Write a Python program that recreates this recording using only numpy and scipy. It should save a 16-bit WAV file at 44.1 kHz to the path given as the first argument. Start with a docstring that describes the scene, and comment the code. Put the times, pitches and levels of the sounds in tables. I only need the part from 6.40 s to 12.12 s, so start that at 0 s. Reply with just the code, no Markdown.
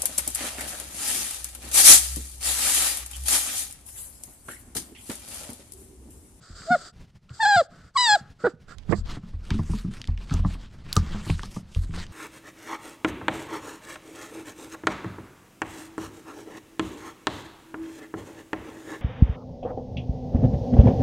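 """Puppy in a pen

Three nasal whines and a low yip, close by: harmonic tones with pitch breaks, shaped by throat resonances.
Sniffs, puffs and a muzzle scrape at the microphone are coloured noise and low rings.
Then it scrambles up the pen wall: thuds ring modes of panel and padded floor, claws tick on plastic,
fur and fleece rustle as noise strokes. A faint room tail and quiet room noise lie beneath."""
import sys
import numpy as np
from scipy import signal
from scipy.fft import rfft, irfft, next_fast_len
from scipy.io import wavfile
from scipy.ndimage import uniform_filter1d

SR = 44100
rng = np.random.default_rng(int(sys.argv[2]) if len(sys.argv) > 2 else 0)


def master_out(mix):
    """Clip the mix to full scale and print it as 16-bit PCM to the path in sys.argv[1]."""
    frames = np.transpose(np.atleast_2d(mix))
    ceiling = np.clip(frames, -1, 1)
    pcm = np.round(ceiling * 32767).astype(np.int16)
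    wavfile.write(sys.argv[1], SR, pcm)


N = 252252
T = np.arange(N) / SR
CUTOFF_HZ = 15900

# Table levels are relative: sources add their own gains. Spectra are scaled to rms 1, modes to strength 1.

# Quiet room noise. Each row: frequency in Hz, density in dB per Hz.
QUIET = [(25, -1.5), (170, -2.5), (330, -20.5), (700, -26.5), (5000, -34), (10000, -46.5), (16000, -58)]
QUIET_DB = -58
ROOM_T60_S, ROOM_DB = 0.36, -26.5
# Side of the whole puppy. Each row: time in seconds, left over right in dB.
SIDE = [(1.85, 5), (2.05, -2.5), (2.3, -7.5), (2.5, -27), (2.66, 18.5)]

# Strokes of fur and fleece; the first, dull one is probably a sniff.
# Each row: middle in seconds, length in seconds, level in dB, brightness in dB.
RUB = [(2.719, 0.15, -49.5, -6), (3.137, 0.27, -53.5, 0), (3.346, 0.29, -54, 2.5), (3.56, 0.15, -54, 0.5),
       (3.829, 0.083, -56.5, -3), (3.952, 0.21, -52.5, -5), (4.104, 0.15, -51.5, 0), (4.223, 0.15, -60, -3),
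       (4.565, .3, -55.5, -6.5), (4.743, 0.28, -50.5, -3.5), (4.894, 0.18, -49.5, 2), (5.038, 0.24, -55, 2),
       (5.163, .14, -57, 3.5), (5.393, 0.28, -59.5, 2.5), (5.587, 0.17, -45, -0.5)]
# Scuff of a stroke. Each row: frequency in Hz, density in dB per Hz.
SCUFF = [(300, -26), (600, -19), (900, -3), (1400, -1), (2300, -6), (3500, -9.5)]
# Swish of sliding fibres. Each row: frequency in Hz, density in dB per Hz.
SWISH = [(1800, -5), (3000, 3.5), (4700, 1.5), (5800, -4.5), (8500, -7.5), (10500, -34), (13000, -32)]
# Fizz of the fibres. Each row: frequency in Hz, density in dB per Hz.
FIZZ = [(8500, -4), (13000, -17.5), (16000, -31)]
# Rumble dragged along by a stroke. Each row: frequency in Hz, density in dB per Hz.
RUMBLE = [(25, 14.5), (40, -27), (60, 3), (85, -4), (170, -5.5), (280, -16), (500, -24)]
FIZZ_BELOW_DB, FIZZ_PER_BRIGHTNESS = -11, 3.5  # a bright stroke has less scuff and more fizz
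# Random light pats and claw taps in each stroke; dB against the stroke.
PAT_DB, PAT_KNOCK_DB, TAP_DB, TAP_HZ = 8.5, 0.5, 4, 2200

# Floor modes. Each row: frequency in Hz, level in dB, t60 in seconds.
BOOM = [(40.2, -5, 0.53), (82.4, -2, 0.27)]
# Wall panel modes. Each row: frequency in Hz, level in dB, t60 in seconds.
BODY = [(114, -0.5, 0.15), (174.8, 2.5, 0.19), (218.1, -5, 0.2), (297.6, -6.5, 0.11), (366.4, -18, 0.13)]
# Higher modes of the knock. Each row: frequency in Hz, level in dB, t60 in seconds.
KNOCK = [(390, -4, 0.012), (698, -6.5, 0.018), (870, 2, 0.005), (1194, -5, 0.015), (1720, -9, 0.008)]
# The puppy's weight lands on the padded floor. Each row: time in seconds, level in dB.
LANDINGS = [(.099, -32), (2.36, -33), (2.579, -17.5), (2.935, -19.5), (3.107, -14.5), (3.292, -15),
            (3.682, -11), (3.936, -12.5), (3.991, -10), (4.626, -17), (5.36, -9.5), (5.489, -26)]
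LANDING_BODY_DB, LANDING_KNOCK_DB = -21, -36.5  # share of a landing in the wall's ring and knock
# Paws strike the wall; at 2.49 and 2.524 s the nose bumps the microphone.
# Each row: time in seconds, level in dB, hardness (knock against ring) in dB.
BLOWS = [(2.49, -24, -22), (2.524, -25.5, 3), (2.832, -40, -18), (3.107, -28, -11.5), (3.14, -24, -23),
         (3.189, -24, -14), (3.294, -27.5, -40), (3.334, -27.5, -12.5), (3.444, -26.5, -35),
         (3.478, -30, -38), (3.91, -23.5, -14), (3.938, -30, -6.5), (4.048, -22, -7), (4.564, -20, -3.5),
         (4.745, -28, -9.5), (4.865, -31, -18), (4.897, -21.5, -6), (5.032, -38.5, 1.5),
         (5.163, -30.5, -10.5), (5.49, -34, -41)]
HEAVY_DB, HEAVY_BOOM_DB = -21, -10  # a blow of HEAVY_DB booms at HEAVY_BOOM_DB
BOOM_GROWTH = 3.07                  # dB of boom per dB of blow
WALL_DEEP_DB = -5.5                 # these blows excite the deepest boom mode less

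# Claw taps on plastic. Each row: time in seconds, peak level in dB, ring in Hz.
TICKS = [(0.22, -36.5, 1467), (0.894, -41, 2660), (2.384, -36, 3700), (3.105, -18, 2350),
         (3.616, -24.5, 3600), (3.642, -27.5, 2574), (3.653, -40, 4000), (3.674, -31, 4170),
         (3.776, -35.5, 2500), (3.897, -30, 1870), (3.939, -24.5, 5600), (4.528, -12, 4660),
         (4.529, -19, 12500), (4.556, -23, 9700), (4.566, -8, 5240), (4.901, -20, 2640), (4.994, -25, 1280),
         (5.033, -28.5, 3400), (5.348, -30, 3000), (5.539, -31.5, 1490)]
TICK_T60_S = 0.0072

# Nose air puffs against the microphone. Each row: time in seconds, level in dB, ring in Hz.
PUFFS = [(0.097, -39.5, 168), (.302, -15.5, 216), (0.736, -47.5, 167.6), (.903, -27.5, 118),
         (1.159, -22.5, 115), (1.32, -42, 149), (1.809, -33, 136), (2.036, -26, 194), (2.135, -37, 151.2)]
# Low ring of a puff. Each row: multiple of its ring frequency, level in dB, t60 in seconds.
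PUFF = [(.68, -9.5, .19), (1, -1.5, .12), (1.5, -2, .06)]

# Muzzle scrape on the microphone. Each row: frequency in Hz, density in dB per Hz.
SCRAPE = [(130, 0.5), (400, 5.5), (600, -5.5), (850, -4), (1400, -23), (2300, -35.5)]
SCRAPE_S, SCRAPE_DB = 2.529, -26
SCRAPE_SWELL_DB_PER_S, SCRAPE_FALL_DB_PER_S = 530, 1300

# Gusts through the nose. Each row: start in seconds, length in seconds, hollow rush in dB, nostril hiss in dB.
GUSTS = [(0, 0.18, -55, -54.5), (0.142, 0.38, -48.5, -46), (0.881, 0.065, -50, -61),
         (0.919, 0.36, -54, -50), (1.284, 0.24, -56.5, -66), (1.536, 0.287, -47.5, -45.5),
         (1.78, 0.14, -56.5, -80), (1.98, 0.16, -49.5, -57.5), (2.268, 0.1, -45.5, -57),
         (2.49, 0.064, -41, -47), (2.539, 0.089, -58, -47)]
# Rush in the muzzle. Each row: frequency in Hz, density in dB per Hz.
RUSH = [(300, -7.5), (680, -12), (950, -21), (1350, -1), (1850, -13.5), (2500, -25), (3200, -23)]
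# Hiss at the nostrils. Each row: frequency in Hz, density in dB per Hz.
HISS = [(2550, -22), (3400, -9.5), (4100, -7.5), (4750, 0.5), (5200, -7.5), (6200, -12.5), (7600, -3),
        (8700, -14), (9700, -31.5), (12000, -29.5), (16000, -46)]
GUST_ATTACK_S, GUST_RELEASE_S = 0.027, 0.039

# Three whines and a yip. Each row: start in seconds, attack in seconds, tone in dB, overtones in dB,
# edge of the upper overtones in dB.
CALLS = [(.262, 0.057, -16.5, -12, -35), (.989, 0.016, -15, -15, -27), (1.551, 0.014, -14.5, -14, -19),
         (2.035, 0.0086, -20, -19.5, -44.5)]
# One pitch curve per call, up to the moment of letting go. Each row: time in seconds, pitch in Hz.
PITCH = [
    [(.288, 652), (.316, 736.4), (.335, 709.6), (.348, 716)],
    [(1.0, 890), (1.028, 906), (1.031, 843), (1.05, 870), (1.056, 794), (1.081, 846), (1.118, 811.5),
     (1.158, 799.7), (1.172, 708), (1.19, 696.4), (1.206, 654)],
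    [(1.57, 1105), (1.574, 980), (1.603, 999.6), (1.647, 964), (1.702, 841), (1.752, 819.4)],
    [(2.04, 467.8), (2.063, 502.3), (2.072, 412)],
]
# Overtone strength after throat and muzzle. Each row: frequency in Hz, level in dB.
THROAT = [(700, 4), (980, -11), (1400, 2.5), (1750, -9), (2000, -15.5), (2200, -15.5), (2550, -25.5),
          (3000, -13), (3900, -4.5), (4500, -8), (4950, -8), (5350, -20.5), (6500, -25), (7600, -10.5),
          (8800, -29), (9700, -53), (11500, -45), (15000, -65)]
# Air rasping through slack folds. Each row: frequency in Hz, density in dB per Hz.
RASP = [(190, 3.5), (300, 0), (700, 6), (1100, -8), (1450, 3.5), (1900, -10), (2400, -35.5)]
# On letting go the pitch drops and the call dies, overtones first.
DROP_OCTAVES_PER_S, RELEASE_S, RELEASE_DB, CLOSING_DB_PER_S = 23, 0.023, 28, 746.5
OVERTONE_LAG = 1.7                                  # power of the attack with which overtones build
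EDGE_OPENS_S = 0.015                                # the edge's attack is longer by this
EDGE_FADES_S, EDGE_FADE_DB = 0.028, -6              # the edge softens shortly before letting go
BREAK_OCTAVES_PER_S = 3                             # a glide this fast doubles the jitter
LAX_HZ, TENSE_HZ, LAX_DB = 760, 800, -9             # lax folds give weaker overtones
NOTCH_HZ, NOTCH_WIDTH_HZ, NOTCH_DB = 938, 69, -13.5  # the nasal passage swallows the tone near this pitch


def from_db(db):
    """Decibels to gain."""
    return 10 ** (np.asarray(db) / 20)


def rms_one(x):
    """Scale to rms 1."""
    return x / np.sqrt(np.mean(x ** 2) + 1e-20)


def at_hz(points, hz):
    """Read a spectrum in dB on a log-frequency axis."""
    f, db = np.transpose(points)
    return np.interp(np.log(np.maximum(hz, 1)), np.log(f), db)


def colour(x, spectrum):
    """Give x a spectrum that falls away beyond its ends; rms 1."""
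    size = next_fast_len(x.shape[-1])
    hz = np.fft.rfftfreq(size, 1 / SR) + 1
    below = 1 + (spectrum[0][0] / hz / np.sqrt(2)) ** 6
    above = 1 + (hz / spectrum[-1][0] / np.sqrt(2)) ** 6
    gain = from_db(at_hz(spectrum, hz)) / np.sqrt(below * above)
    return rms_one(irfft(rfft(x, size) * gain, size)[..., :x.shape[-1]])


def drift(rate_hz, size=N):
    """Noise low-passed at rate_hz, rms 1."""
    sos = signal.butter(2, rate_hz, fs=SR, output="sos")
    return rms_one(signal.sosfilt(sos, rng.standard_normal(size + SR // 4))[-size:])


def pan(db):
    """Left and right gains, db apart, with mean 1."""
    gains = from_db(np.array([db, -db]) / 2)
    return gains / gains.mean(0)


def stereo_noise(width):
    """White noise common to both sides, plus an opposed part of gain width."""
    mid, side = rng.standard_normal((2, N))
    return mid + width * side * np.array([[1], [-1]])


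def add(out, s, x):
    """Mix x into out from the time s on."""
    i = round(s * SR)
    out[..., i:i + x.shape[-1]] += x[..., :N - i]


def ring(modes, t, scatter_db, detune, contact_s):
    """Decaying modes with a soft onset; level and pitch scatter from blow to blow. Strength 1 in all."""
    hz, db, t60_s = np.transpose(modes)[:, :, None]
    size, shift = rng.standard_normal((2, len(modes), 1))
    gain = from_db(db + scatter_db * size)
    sign = (-1) ** np.arange(len(modes))[:, None]
    decay = from_db(-60 * t / t60_s)
    waves = sign * gain * decay * np.sin(2 * np.pi * hz * (1 + detune * shift) * t)
    onset = 1 - np.exp(-t / contact_s)
    return waves.sum(0) / np.sqrt(np.sum(gain ** 2)) * onset


def room_noise(wander_db=5.5):
    """Quiet coloured noise whose level wanders."""
    return from_db(QUIET_DB + wander_db * drift(11)) * colour(stereo_noise(width=0.1), QUIET)


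def room(x, wall_cut_hz=2500, delay_s=0.004):
    """Faint, dull tail of the furnished room: convolution with decaying, low-passed noise."""
    t = T[:SR // 2]
    tail = stereo_noise(width=0.22)[:, :len(t)] * from_db(-60 * t / ROOM_T60_S) * (t > delay_s)
    tail /= np.sqrt(np.sum(tail[0] ** 2))
    tail = signal.sosfilt(signal.butter(1, wall_cut_hz, fs=SR, output="sos"), tail)
    return from_db(ROOM_DB) * signal.fftconvolve(x, tail, axes=1)[:, :N]


def shifting(x, depth_db, rate_hz, count=15):
    """The colour of a rub wanders as the contact moves: each band swells and sinks by itself."""
    size = next_fast_len(N)
    log_hz = np.log(np.fft.rfftfreq(size, 1 / SR) + 1)
    place = np.interp(log_hz, np.log([400, CUTOFF_HZ]), [0, count - 1])
    spectrum = rfft(x, size)
    out = np.zeros(N)
    for k in range(count):
        band = irfft(spectrum * np.maximum(1 - abs(place - k), 0), size)[:N]
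        out += band * from_db(depth_db * drift(rate_hz))
    return out


def rubbing(swish_db=-1, fizz_db=-1, drag_db=11, shuffle_db=-68, weight_db=-46, fidget_db=3,
            snags_per_s=300, snag_size=2.55, patchy_db=2.0):
    """Each stroke swells and fades: fibres slide in a swish, catch in tiny snags and drag a rumble along."""
    strokes = np.zeros((3, N))
    for s, length_s, db, bright_db in RUB:
        levels_db = [db - bright_db, db, db + FIZZ_BELOW_DB + FIZZ_PER_BRIGHTNESS * bright_db]
        swell = np.abs(np.sin(np.linspace(0, np.pi, int(length_s * SR)))) ** 1.5
        add(strokes, s - length_s / 2, from_db(levels_db)[:, None] * swell)
    scuff, swish, fizz = strokes
    # between strokes the restless puppy keeps shuffling and shifting its weight
    restless = np.interp(T, [2.1, 2.6], [0, 1]) * from_db(fidget_db * drift(17))
    shuffle = restless * from_db(shuffle_db)
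    snags = (rng.random(N) < snags_per_s / SR) * rng.laplace(0, snag_size, N)
    fibres = np.hypot(scuff, shuffle) * colour(rng.standard_normal(N) + snags, SCUFF)
    swish_gain = np.hypot(swish, shuffle / 2) * from_db(swish_db)
    fibres += swish_gain * colour(rng.standard_normal(N) + snags, SWISH)
    fibres += fizz * from_db(fizz_db) * colour(rng.standard_normal(N) + snags, FIZZ)
    fibres = shifting(fibres, depth_db=3, rate_hz=10)
    weight_gain = from_db(drag_db) * scuff + from_db(weight_db) * restless
    weight = weight_gain * colour(rng.standard_normal(N), RUMBLE)
    return fibres * from_db(patchy_db * drift(24)) + weight


def scramble(count=2, spread_db=4):
    """Light contacts at random moments of each stroke: rows of (s, dB of the stroke, firmness dB)."""
    contacts = []
    for s, length_s, db, _ in RUB:
        for when, firm in rng.uniform(-1, 1, (count, 2)):
            contacts.append((s + when * length_s / 2, db, spread_db * firm))
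    return contacts


def thuds(boom_db=-3, body_db=7.5, knock_db=9, scrape_t60_s=0.057):
    """Each contact excites floor and panel modes, and scrapes higher modes into a knock."""
    out, t = np.zeros(N), np.arange(SR // 3) / SR
    from_wall = np.array(BOOM) + [(0, WALL_DEEP_DB, 0), (0, 0, 0)]
    contacts = []  # (s, floor modes, boom dB, body dB, knock dB)
    for s, db in LANDINGS:
        contacts.append((s, BOOM, db, db + LANDING_BODY_DB, db + LANDING_KNOCK_DB))
    for s, db, hardness_db in BLOWS:
        boom = HEAVY_BOOM_DB + BOOM_GROWTH * (db - HEAVY_DB)
        contacts.append((s, from_wall, boom, db, db + hardness_db))
    for s, db, firm_db in scramble():
        pat = db + firm_db + PAT_DB
        contacts.append((s, BOOM, pat, pat, db + firm_db + PAT_KNOCK_DB))
    for s, floor, boom, body, knock in contacts:
        blow = from_db(boom + boom_db) * ring(floor, t, scatter_db=0.5, detune=0.026, contact_s=0.0089)
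        blow += from_db(body + body_db) * ring(BODY, t, scatter_db=3.5, detune=0.088, contact_s=0.0032)
        scrape = rng.standard_normal(len(t)) * from_db(-60 * t / scrape_t60_s)
        knock_ring = ring(KNOCK, t, scatter_db=3.0, detune=0.079, contact_s=0.00046)
        pad = signal.fftconvolve(scrape, knock_ring)[:len(t)]
        add(out, s, blow + from_db(knock + knock_db) * pad / np.abs(pad).max())
    return out


def ticks(sharpness=1.84, tail_db=-24, tail_t60_s=0.12):
    """Claw taps: noise bursts die fast in a broad resonance, with a faint tail; firmer light taps ring higher."""
    out, t = np.zeros(N), np.arange(SR // 10) / SR
    light = [(s, db + firm + TAP_DB, TAP_HZ * from_db(firm)) for s, db, firm in scramble()]
    decay = from_db(-60 * t / TICK_T60_S) + from_db(tail_db - 60 * t / tail_t60_s)
    for s, db, hz in TICKS + light:
        burst = rng.standard_normal(len(t)) * decay
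        tap = signal.lfilter(*signal.iirpeak(hz, sharpness, fs=SR), burst)
        tap = signal.sosfilt(signal.butter(2, min(2 * hz, CUTOFF_HZ), fs=SR, output="sos"), tap)
        add(out, s, from_db(db) * tap / np.abs(tap).max())
    return out


def puffs():
    """A puff of air hits the microphone with a short, low ring."""
    out = np.zeros(N)
    for s, db, hz in PUFFS:
        modes = np.array(PUFF) * [hz, 1, 1]
        puff = ring(modes, T[:SR // 3], scatter_db=0.5, detune=0.078, contact_s=0.001)
        add(out, s, from_db(db) * puff)
    return out


def muzzle_scrape(ragged_db=6.0):
    """The nose rubs along the microphone: rough noise swells, sputters and stops short."""
    swell_db = np.minimum(SCRAPE_SWELL_DB_PER_S * (T - SCRAPE_S), SCRAPE_FALL_DB_PER_S * (SCRAPE_S - T))
    db = np.maximum(SCRAPE_DB + swell_db, -140) + ragged_db * drift(140)
    return from_db(db) * colour(rng.standard_normal(N), SCRAPE)


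def nose(rush_db=-1.5, hiss_db=-2.0, flutter_db=0.86):
    """Each gust rises and fades: turbulent air rings in the muzzle and hisses at the nostrils."""
    flow = np.zeros((2, N))
    for s, length_s, *levels_db in GUSTS:
        t = T[:int(length_s * SR)]
        shape = np.minimum(t / GUST_ATTACK_S, 1) * np.minimum((length_s - t) / GUST_RELEASE_S, 1)
        add(flow, s, from_db(levels_db)[:, None] * shape ** 1.5)
    rush, hiss = flow
    air = rush * from_db(rush_db) * colour(stereo_noise(width=0.16), RUSH)
    air += hiss * from_db(hiss_db) * colour(stereo_noise(width=0.68), HISS)
    return air * from_db(flutter_db * drift(50))


def whine(call, pitch, jitter=0.0018, flutter_db=1.14, shimmer_db=0.48, edge_from_hz=1900,
          edge_full_hz=2900, slack_hz=580, rasp=0.24, grit_db=0.5):
    """Tight vocal folds: a tone with pitch breaks, its overtones sliding through fixed throat resonances."""
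    start_s, attack_s, tone_db, overtones_db, edge_db = call
    let_go_s = pitch[-1][0]
    t = np.arange(start_s, let_go_s + RELEASE_S, 1 / SR)
    size = len(t)
    rise = np.clip((t - start_s) / attack_s, 0, 1) ** 2
    after_s = np.maximum(t - let_go_s, 0)

    hz = np.interp(t, *np.transpose(pitch))
    # the folds waver more around a pitch break
    glide = np.abs(np.gradient(np.log2(hz))) * SR
    breaking = uniform_filter1d(glide, size=SR // 60) / BREAK_OCTAVES_PER_S
    hz = hz * 2 ** (-DROP_OCTAVES_PER_S * after_s) * (1 + jitter * (1 + breaking) * drift(110, size))
    phase = 2 * np.pi * np.cumsum(hz) / SR
    notch_db = NOTCH_DB / (1 + ((hz - NOTCH_HZ) / NOTCH_WIDTH_HZ) ** 2)
    tone = from_db(tone_db + notch_db) * np.sin(phase)

    opening = rise ** OVERTONE_LAG * from_db(-CLOSING_DB_PER_S * after_s)
    low_db = overtones_db + np.interp(hz, [LAX_HZ, TENSE_HZ], [LAX_DB, 0])
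    edge = np.clip((t - start_s) / (attack_s + EDGE_OPENS_S), 1e-3, 1) ** 2
    edge *= from_db(grit_db * drift(300, size))
    edge *= from_db(EDGE_FADE_DB * np.maximum(1 + (t - let_go_s) / EDGE_FADES_S, 0))
    for k in range(2, 19):
        # the harder the folds close, the more of the upper overtones
        upper = np.clip((k * hz - edge_from_hz) / (edge_full_hz - edge_from_hz), 0, 1)
        db = at_hz(THROAT, k * hz) + (1 - upper) * low_db + upper * edge_db
        db += flutter_db * drift(120, size)
        tone += opening * edge ** upper * from_db(db) * np.cos(k * phase) * (k * hz < CUTOFF_HZ)

    # at a low pitch the folds go slack: strong and weak cycles alternate unevenly, air rasps through
    slack = np.clip((slack_hz - hz) / 80, 0, 1)
    tone += slack * opening * rasp * from_db(tone_db) * colour(rng.standard_normal(size), RASP)
    tone *= 1 + slack * (0.13 * np.sin(phase / 2) + 0.12 * drift(350, size))
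    level_db = -RELEASE_DB * (after_s / RELEASE_S) ** 2 + shimmer_db * drift(60, size)
    return tone * rise * from_db(level_db) * np.sqrt(2)


def voice(lag_samples=1.3, treble_side=0.25, split_hz=2500):
    """All calls; the left side lags slightly but gets more of the treble."""
    out = np.zeros(N)
    for call, pitch in zip(CALLS, PITCH):
        add(out, call[0], whine(call, pitch))
    low = signal.sosfiltfilt(signal.butter(2, split_hz, fs=SR, output="sos"), out)
    treble = treble_side * (out - low)
    left = np.interp(T - lag_samples / SR, T, out + treble)
    return np.array([left, out - treble])


def scene():
    """Quiet room noise, the panned puppy and its room tail."""
    side_db = np.interp(T, *np.transpose(SIDE), left=0, right=0)
    puppy = rubbing() + thuds() + ticks() + puffs() + muzzle_scrape() + nose() + voice()
    puppy = puppy * pan(side_db)
    return room_noise() + room(puppy) + puppy


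def record(dry):
    """Steep elliptic low-pass at CUTOFF_HZ."""
    return signal.sosfilt(signal.ellip(10, 0.1, 90, CUTOFF_HZ, fs=SR, output="sos"), dry)


dry = scene()
out = record(dry)
master_out(out)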